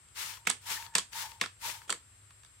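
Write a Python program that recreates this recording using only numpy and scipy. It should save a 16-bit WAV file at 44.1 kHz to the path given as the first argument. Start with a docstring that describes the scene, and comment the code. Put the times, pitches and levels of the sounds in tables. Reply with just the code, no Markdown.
"""Hand spray bottle

A spray bottle is pumped four times above a table, close to a stereo microphone in a quiet room.
Each squeeze hisses (noise with random droplet clicks) and hums in the hollow head (resonant noise).
Each release clacks, bounces and rattles: clusters of contacts ring modes of the plastic head and bottle.
Behind it lie air noise, a low wavering hum and thin high whines.
"""
import sys
import numpy as np
from scipy import signal
from scipy.fft import rfft, irfft
from scipy.io import wavfile
from scipy.ndimage import uniform_filter1d

SR = 44100
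rng = np.random.default_rng(int(sys.argv[2]) if len(sys.argv) > 2 else 0)


def how_loud(loudness_db):
    """Turn decibels into a plain amplitude multiplier (0 dB gives 1, 20 dB gives 10)."""
    steps = np.asarray(loudness_db, float) / 20
    return 10 ** steps


def store_pcm(level_fs):
    """Save levels as 16-bit WAV."""
    pcm = np.round(np.clip(level_fs, -1, 1) * 32767).astype(np.int16)
    wavfile.write(sys.argv[1], SR, np.atleast_2d(pcm).T)


N = 114660  # samples

# room air spectrum: (frequency [Hz], density [dB])
AIR_SPECTRUM = [(15, -44), (25, -17), (60, -6), (108, -6.5), (192, -23.5), (266, -25.5), (700, -30),
                (1220, -23.5), (2210, -25), (6550, -32.5), (8000, -28.5), (9850, -33), (12000, -39.5),
                (15200, -43), (16500, -75)]
# whine frequencies [Hz]
WHINE_HZ = [7643, 8356, 9049, 9188]
# whines, same order: (level [dB rms], pan [dB], left phase lead [rad])
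WHINES = [(-65, 5, 1.75), (-70, 5, 1.4), (-80, 16, 1.9), (-79, -11, 1.6)]

# rattle during each refill: (time [s], start level [dB], decay t60 [s], bright rel [dB], bottle rel [dB])
REFILLS = [(0.469, -33.5, 0.24, -10, -15), (0.496, -34, 0.064, 1, -23), (0.955, -29.5, 0.17, -3.5, -26),
           (0.983, -43, 0.047, 8, -1), (1.416, -32.5, 0.17, -12.5, -15), (1.895, -35, 0.18, -3, -7),
           (1.923, -49, 0.049, -3, -3)]
# rattle spectrum: (frequency [Hz], density [dB])
RATTLE_SPECTRUM = [(350, -62), (600, 8.5), (1560, 6), (1980, 11), (2610, 1.5), (5290, 8), (7910, -18),
                   (14800, -20), (15800, -20), (16500, -42)]

# plastic head modes in three bands: (frequency [Hz], level [dB], decay t60 [s])
BODY_MODES = [(1043, -4.5, 0.012), (1104, -11.5, 0.045), (1317, -5.5, 0.018), (1685, -2, 0.013),
              (2200, -0.5, 0.0075), (2598, -0.5, 0.011), (2814, -7, 0.0081)]
MIDDLE_MODES = [(3200, -2.5, 0.0063), (3420, 0, 0.0068), (4450, -6.5, 0.014), (4850, -7, 0.012),
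                (5940, -4.5, 0.0028)]
BRIGHT_MODES = [(6670, -8, 0.0052), (7570, -3.5, 0.011), (7970, -1.5, 0.011), (8655, -1.5, 0.0071),
                (10560, -22, 0.0055)]
# bottle modes: (frequency [Hz], level [dB], decay t60 [s])
BOTTLE_MODES = [(181, -19, 0.065), (251.2, -32, 0.18), (388, -9.5, 0.014), (475.7, -21, 0.081),
                (703, -34, 0.12)]

# faint ticks of the handled bottle and, at 0.338, 0.825 and 1.7 s, of the sputtering jet, levels before the
# common trim: # (time [s], level [dB], body rel [dB], middle rel [dB], bright rel [dB], pan [dB])
TICKS = [(0.087, -46.5, -17, -1, 0.5, 0), (0.172, -29.5, -6.5, -2, -26, 7), (0.372, -29, -9.5, -10, -11, 5),
         (0.338, -29, -13, -3.5, -18, -3), (0.703, -21.5, -9.5, -14.5, -6.5, 18),
         (0.825, -28, -6.5, -8, -22, 1), (0.865, -31, -11, -7.5, -15, 18),
         (1.132, -31.5, -6.5, -5, -24, 17), (1.318, -28, -10, -10, -20, 12.5),
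         (1.7, -22, -6, -20, -6.5, 9.5), (1.818, -32, -8, -7, -26, 3), (2.307, -34.5, -9, -13.5, -16, -6),
         (2.435, -38.5, -10, -8, -5, 3), (2.449, -34, -15.5, -6, -9.5, -11.5),
         (2.463, -55, -21, 8, -21, 10)]
# trigger blows, levels before the common trim:
# (time [s], level [dB], body rel [dB], middle rel [dB], bright rel [dB], pan [dB], body tilt [dB/octave])
BLOWS = [(0.4705, -5.5, -13.5, -35, -22, -1, 3), (0.475, -17, -29, -36, -39, 24.5, -6),
         (0.499, -14, -20.5, -12, -5.5, -14, -8.5), (0.503, -24, -9.5, -4, -8, 7, 0.1),
         (0.511, -23.5, -40, -5, -12, 6, -2), (0.9515, -5, -12, -14, -14, 0, 6),
         (0.958, -18, -23.5, -8, -22, 11, -14), (0.9815, -13.5, -16, -8, -9, -6.5, -12),
         (0.987, -21.5, -16, -3.5, -14, 6, 3), (0.993, -22.5, -13.5, -3.5, -14, 4, 9),
         (1.412, -10, -10, -12.5, -15, 1.5, 5), (1.417, -23, -29, -10, -28, -13, 7),
         (1.437, -22.5, -7, -20, -35, 2, 0.1), (1.459, -27, -10, -5.5, -14.5, -2, -10),
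         (1.895, -26.5, -2.5, -20, -29, 0.5, -10.5), (1.902, -18, -18, -5.5, -2.5, -5.5, -10),
         (1.907, -29, -18, -4, -14, 16, 3), (1.9245, -19.5, -9.5, -10, -5, -1, -3.5),
         (1.943, -34, -29, -12, -11, 4, 0.1)]

# pump strokes, one table each, before the jet trim: (time [s], jet level [dB], mist patter rel [dB])
STROKES = [
    [(0.13, -81, -18.5), (0.16, -52.5, -39), (0.178, -43.5, -28), (0.248, -41, -22.5), (0.362, -54.5, -22),
     (0.44, -83, -18)],
    [(0.612, -71, -20), (0.682, -40.5, -30.5), (0.72, -40.5, -16), (0.856, -55, -35), (0.93, -84, -7)],
    [(1.1, -85, -19), (1.132, -49.5, -22), (1.19, -39.5, -24.5), (1.226, -41.5, -25.5), (1.39, -75, -12)],
    [(1.59, -79, -27), (1.618, -49.5, -18), (1.636, -44, -28), (1.66, -40.5, -19), (1.694, -42, -14.5),
     (1.86, -71, -37)],
]
# jet spectrum: (frequency [Hz], density [dB])
JET_SPECTRUM = [(350, -26), (600, -26.5), (749, -25), (910, -4), (1200, -1), (2150, -1.5), (2610, -5),
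                (5590, -3), (14800, -4), (15800, -7), (16500, -42)]
# jet pan per stroke, left minus right [dB]
JET_PAN_DB = [5.5, 3.5, 4.1, 4.1]
# gain of the jet part common to both channels: (frequency [Hz], gain [dB])
JET_COMMON = [(300, -52), (700, 8.5), (1500, -16), (3000, -19), (17000, -31)]
# colour of the left jet channel: (frequency [Hz], gain [dB])
JET_LEFT_COLOUR = [(300, 16), (1000, -3), (3000, 6), (8000, 0), (17000, -9.5)]
# spectrum of mist landing on the board: (frequency [Hz], density [dB])
PATTER_SPECTRUM = [(90, 3), (150, -4.5), (300, -7), (650, -3.5), (1000, -22)]
# hollow note of the head, one table per stroke: (time [s], level [dB])
HOLLOW_NOTE = [
    [(0.14, -97), (0.164, -70), (0.176, -55.5), (0.228, -73), (0.25, -75), (0.27, -69), (0.33, -58.5),
     (0.364, -69), (0.44, -64.5)],
    [(0.63, -72.5), (0.666, -58), (0.7, -45.5), (0.734, -57.5), (0.768, -48), (0.846, -54), (0.874, -57.5),
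     (0.918, -66), (0.936, -59), (0.952, -63)],
    [(1.11, -79), (1.14, -62), (1.158, -43), (1.208, -57), (1.232, -44), (1.264, -51), (1.298, -63),
     (1.32, -58.5), (1.39, -67.5)],
    [(1.6, -103), (1.634, -50), (1.648, -41.5), (1.662, -48), (1.696, -62), (1.756, -51), (1.79, -62.5),
     (1.87, -68)],
]


def unit(x):
    """Scale to rms 1."""
    return x / np.sqrt(np.mean(x ** 2))


def colour(x, points):
    """Shape a spectrum by (frequency [Hz], gain [dB]) points, log-frequency interpolation."""
    hz, db = np.array(points, float).T
    f = np.maximum(np.arange(N // 2 + 1) * SR / N, 1)
    gain_db = np.interp(np.log(f), np.log(hz), db, left=-80, right=-80)
    return irfft(rfft(x) * how_loud(gain_db), N)


def resonance(x, hz, width_hz):
    """Two identical resonators in series; width_hz is that of each."""
    b, a = signal.iirpeak(hz, hz / width_hz, fs=SR)
    return signal.lfilter(b, a, signal.lfilter(b, a, x))


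def flicker(rate_hz):
    """Smoothed random steps at rate_hz, rms about 1."""
    k = int(SR / rate_hz)
    steps = np.repeat(rng.standard_normal(N // k + 1), k)
    return unit(uniform_filter1d(steps, k)[:N])


def clicks(per_s, scatter_db):
    """Random clicks of either sign, a few much stronger, rms 1."""
    chance = rng.random(N)
    strength = np.minimum(rng.exponential(size=N), 3)
    sign = np.sign(rng.standard_normal(N))
    return unit((chance < per_s / SR) * sign * how_loud(scatter_db * strength))


def gain(tables, column=0):
    """Gain over time, summed over level tables; column > 0 is relative to the level."""
    t, out = np.arange(N) / SR, np.zeros(N)
    for rows in tables:
        rows = np.array(rows, float)
        db = rows[:, 1]
        if column:
            db = db + rows[:, 1 + column]
        out += how_loud(np.interp(t, rows[:, 0], db, left=-120, right=-120))
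    return out


def place(x, pan_db):
    """Pan to two channels; pan_db is left minus right."""
    return x * how_loud(np.array([pan_db / 2, -pan_db / 2]).reshape(2, -1))


def room_tone():
    """Air noise, more alike left and right in the bass; a wavering hum; faintly unsteady whines."""
    air_db, hum_db = -68, -69.5
    t = np.arange(N) / SR
    mid = colour(rng.standard_normal(N), AIR_SPECTRUM)
    side = colour(rng.standard_normal(N), AIR_SPECTRUM)
    # air_db refers to the 200-7000 Hz band of mid
    band = signal.sosfilt(signal.butter(4, [200, 7000], "band", fs=SR, output="sos"), mid)
    side = colour(side, [(20, -13), (120, -14), (400, -2), (1500, -1), (17000, 0.1)])
    air = place(mid + side * np.array([[1], [-1]]), 1.1) * how_loud(air_db) / np.std(band)
    hum = how_loud(hum_db) * unit(resonance(rng.standard_normal(N), hz=99.7, width_hz=5.4))
    out = air + hum
    for hz, (db, pan_db, lead_rad) in zip(WHINE_HZ, WHINES):
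        phase = 2 * np.pi * hz * t + 0.14 * flicker(26)
        tone = np.sin(phase + lead_rad * np.array([[1], [0]]))
        out = out + place(np.sqrt(2) * how_loud(db + 0.17 * flicker(35.0)) * tone, pan_db)
    return out


def refill_rattle():
    """Dense tiny knocks of spring and valve ring head and bottle, after a faint trigger scrape."""
    knocks_per_s, scatter_db = 2100, 2.5
    scrape_s, scrape_db = 0.017, -55
    t = np.arange(N) / SR
    s, db, t60, bright_db, bottle_db = np.array(REFILLS).T[:, :, None]
    fade = how_loud(db - 60 * np.maximum(t - s, 0) / t60) * (t > s)
    first = np.diff(s, axis=0, prepend=0) > .1  # first clack of each release
    fade = fade + first * how_loud(scrape_db) * (t > s - scrape_s) * (t <= s)
    fade_all = fade.sum(axis=0)
    fade_bright = (fade * how_loud(bright_db)).sum(axis=0)
    fade_bottle = (fade * how_loud(bottle_db)).sum(axis=0)

    shared = clicks(knocks_per_s, scatter_db)
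    channels = []
    for _ in range(2):
        source = shared + 1.08 * clicks(knocks_per_s, scatter_db)
        head = sum(how_loud(db) * resonance(source, hz, 9 / t60) for hz, db, t60 in BODY_MODES + MIDDLE_MODES)
        rattle = unit(unit(colour(source, RATTLE_SPECTRUM)) + 1.06 * unit(head))
        bright = unit(resonance(source, 7390, 2700))
        channels.append(rattle * fade_all + bright * fade_bright)
    bottle = sum(how_loud(db) * resonance(shared, hz, 4 / t60) for hz, db, t60 in BOTTLE_MODES)
    return place(np.array(channels), -2) + unit(bottle) * fade_bottle


def ring(modes, t, chance, tilt_db=0):
    """Damped sine modes, each with random strength and slight detuning."""
    hz, db, t60 = np.array(modes).T[:, :, None]
    strength, detune = chance[:, :len(modes), None]
    db = db + tilt_db * np.log2(hz / np.median(hz)) + 1.5 * strength
    sign = (-1) ** np.arange(len(modes))[:, None]
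    tone = np.sin(2 * np.pi * hz * (1 + 0.0056 * detune) * t)
    return np.sum(sign * how_loud(db) * tone * np.exp(-np.log(1000) * t / t60), axis=0)


def crunch(contact_s):
    """Small contacts common to both channels plus a set per channel, with one main contact."""
    count, main_strength, main_s, width = 8, 1.22, .0015, 1.27
    hits = np.zeros((3, 512))
    # gamma(2): mean delay is twice contact_s
    when = np.minimum(rng.gamma(2, size=(3, count)) * contact_s * SR, 511).astype(int)
    for k in range(3):
        hits[k, when[k]] = rng.choice([-1, 1], count) * (.5 + rng.random(count))
    hits /= np.sqrt(np.sum(hits ** 2, axis=1, keepdims=True))
    hits[0, int(main_s * SR)] = main_strength
    hits /= np.hypot(1, main_strength)
    return hits[0] + width * hits[1:]


def knocks(rows, trim_db, contact_s, bottle_db, lead_s=0):
    """Each knock is a crunch of contacts that rings head and bottle, starting lead_s early."""
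    out, t = np.zeros((2, N + 8192)), np.arange(4096) / SR
    crack = how_loud(2.5) * signal.lfilter(*signal.butter(2, 8900, fs=SR), t == 0)
    head_highpass = signal.butter(4, 760, "high", fs=SR, output="sos")
    for s, level_db, body_db, middle_db, bright_db, pan_db, *tilt_db in rows:
        chance = rng.standard_normal((4, 2, 7))
        head = crack + how_loud(body_db) * ring(BODY_MODES, t, chance[0], sum(tilt_db))
        head = head + how_loud(middle_db) * ring(MIDDLE_MODES, t, chance[1])
        head = head + how_loud(bright_db) * ring(BRIGHT_MODES, t, chance[2])
        head = signal.sosfilt(head_highpass, head)
        knock = signal.fftconvolve(crunch(contact_s), head[None], axes=1)[:, :len(t)]
        bottle = ring(BOTTLE_MODES, t, chance[3]) * (1 - np.exp(-t / 0.0066))  # soft onset
        knock = knock + how_loud(body_db + bottle_db) * bottle
        i = int((s - lead_s) * SR)
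        out[:, i:i + len(t)] += place(how_loud(level_db + trim_db) * knock, pan_db)
    return out[:, :N]


def faint_ticks():
    """Soft ticks of the handled bottle and the sputtering jet, spread wider in time than the blows."""
    return knocks(TICKS, trim_db=-8, contact_s=0.001, bottle_db=-1, lead_s=0.002)


def trigger_blows():
    """The released plastic trigger clacks back and bounces."""
    return knocks(BLOWS, trim_db=0.5, contact_s=.0007, bottle_db=3.5)


def jet():
    """Turbulence noise plus droplet clicks, coloured, rms 1."""
    turbulence = rng.standard_normal(N)
    droplets = clicks(per_s=4700, scatter_db=2)
    return unit(colour(turbulence + 0.75 * droplets, JET_SPECTRUM))


def nozzle_hiss():
    """Partly common stereo jet that sputters and follows the strokes."""
    trim_db, sputter_db = 3.5, 1.5
    common = colour(jet(), JET_COMMON)
    pair = np.array([colour(jet() + common, JET_LEFT_COLOUR), jet() + common])
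    stroke_s = [rows[0][0] + .1 for rows in STROKES]
    pan_db = np.interp(np.arange(N) / SR, stroke_s, JET_PAN_DB)
    level = gain(STROKES) * how_loud(trim_db + sputter_db * flicker(59.05))
    return pair * place(level, pan_db)


def hollow_head():
    """Noise resonating in the hollow head: a narrow note, a wider airy one and a fluttering overtone."""
    hollow_hz = 920.5
    evenness = 0.47  # 0 swells like noise, 1 holds its level
    note = resonance(rng.standard_normal(N), hollow_hz, width_hz=64)
    envelope = uniform_filter1d(np.abs(note), SR // 200)
    airy = unit(resonance(rng.standard_normal(N), hollow_hz, width_hz=263))
    hollow = (unit(note / envelope ** evenness) + 0.5 * airy) * how_loud(1.5 * flicker(40.24))
    overtone = unit(resonance(rng.standard_normal(N), 1740, width_hz=210))
    hollow = hollow + overtone * how_loud(-11 + 7 * flicker(25.1))
    return place(hollow * gain(HOLLOW_NOTE), 2.1)


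def mist_patter():
    """Mist landing on the board: low noise, independent left and right."""
    patter = np.array([unit(colour(rng.standard_normal(N), PATTER_SPECTRUM)) for _ in range(2)])
    return place(patter * gain(STROKES, column=1), 9.2)


def spray():
    """Jet hiss, the head's hollow note and mist patter of the four squeezes."""
    return nozzle_hiss() + hollow_head() + mist_patter()


def table_and_wall_echo(near):
    """Echo as convolution with decaying noise; bass and treble decay separately."""
    echo_db, rise_s, low_t60_s, treble_t60_s = -11.5, 0.01, 0.18, 0.2
    t = np.arange(SR // 2) / SR
    noise = rng.standard_normal((2, len(t)))
    noise = signal.lfilter(*signal.butter(2, 390, "high", fs=SR), noise)
    low = signal.lfilter(*signal.butter(1, 3000, fs=SR), noise)
    low_decay = np.exp(-np.log(1000) * t / low_t60_s)
    treble_decay = np.exp(-np.log(1000) * t / treble_t60_s)
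    tail = (low * low_decay + (noise - low) * treble_decay) * np.minimum(t / rise_s, 1)
    tail = tail / np.sqrt(np.sum(tail ** 2, axis=1, keepdims=True))
    return how_loud(echo_db) * signal.fftconvolve(near, tail, axes=1)[:, :N]


def scene():
    """The bottle, its echo from table and walls, and the room tone."""
    near = spray() + trigger_blows() + faint_ticks() + refill_rattle()
    return near + table_and_wall_echo(near) + room_tone()


def top_cut(x):
    """Nothing passes above the cut-off."""
    return signal.sosfilt(signal.butter(12, 16990, fs=SR, output="sos"), x)


def record(dry):
    """The microphone drops the deepest bass and the top treble."""
    mix = signal.sosfilt(signal.butter(4, 48, "high", fs=SR, output="sos"), dry)
    mix = signal.sosfilt(signal.ellip(6, .3, 50, 15900, fs=SR, output="sos"), mix)
    return top_cut(mix)


dry = scene()
out = record(dry)
store_pcm(out)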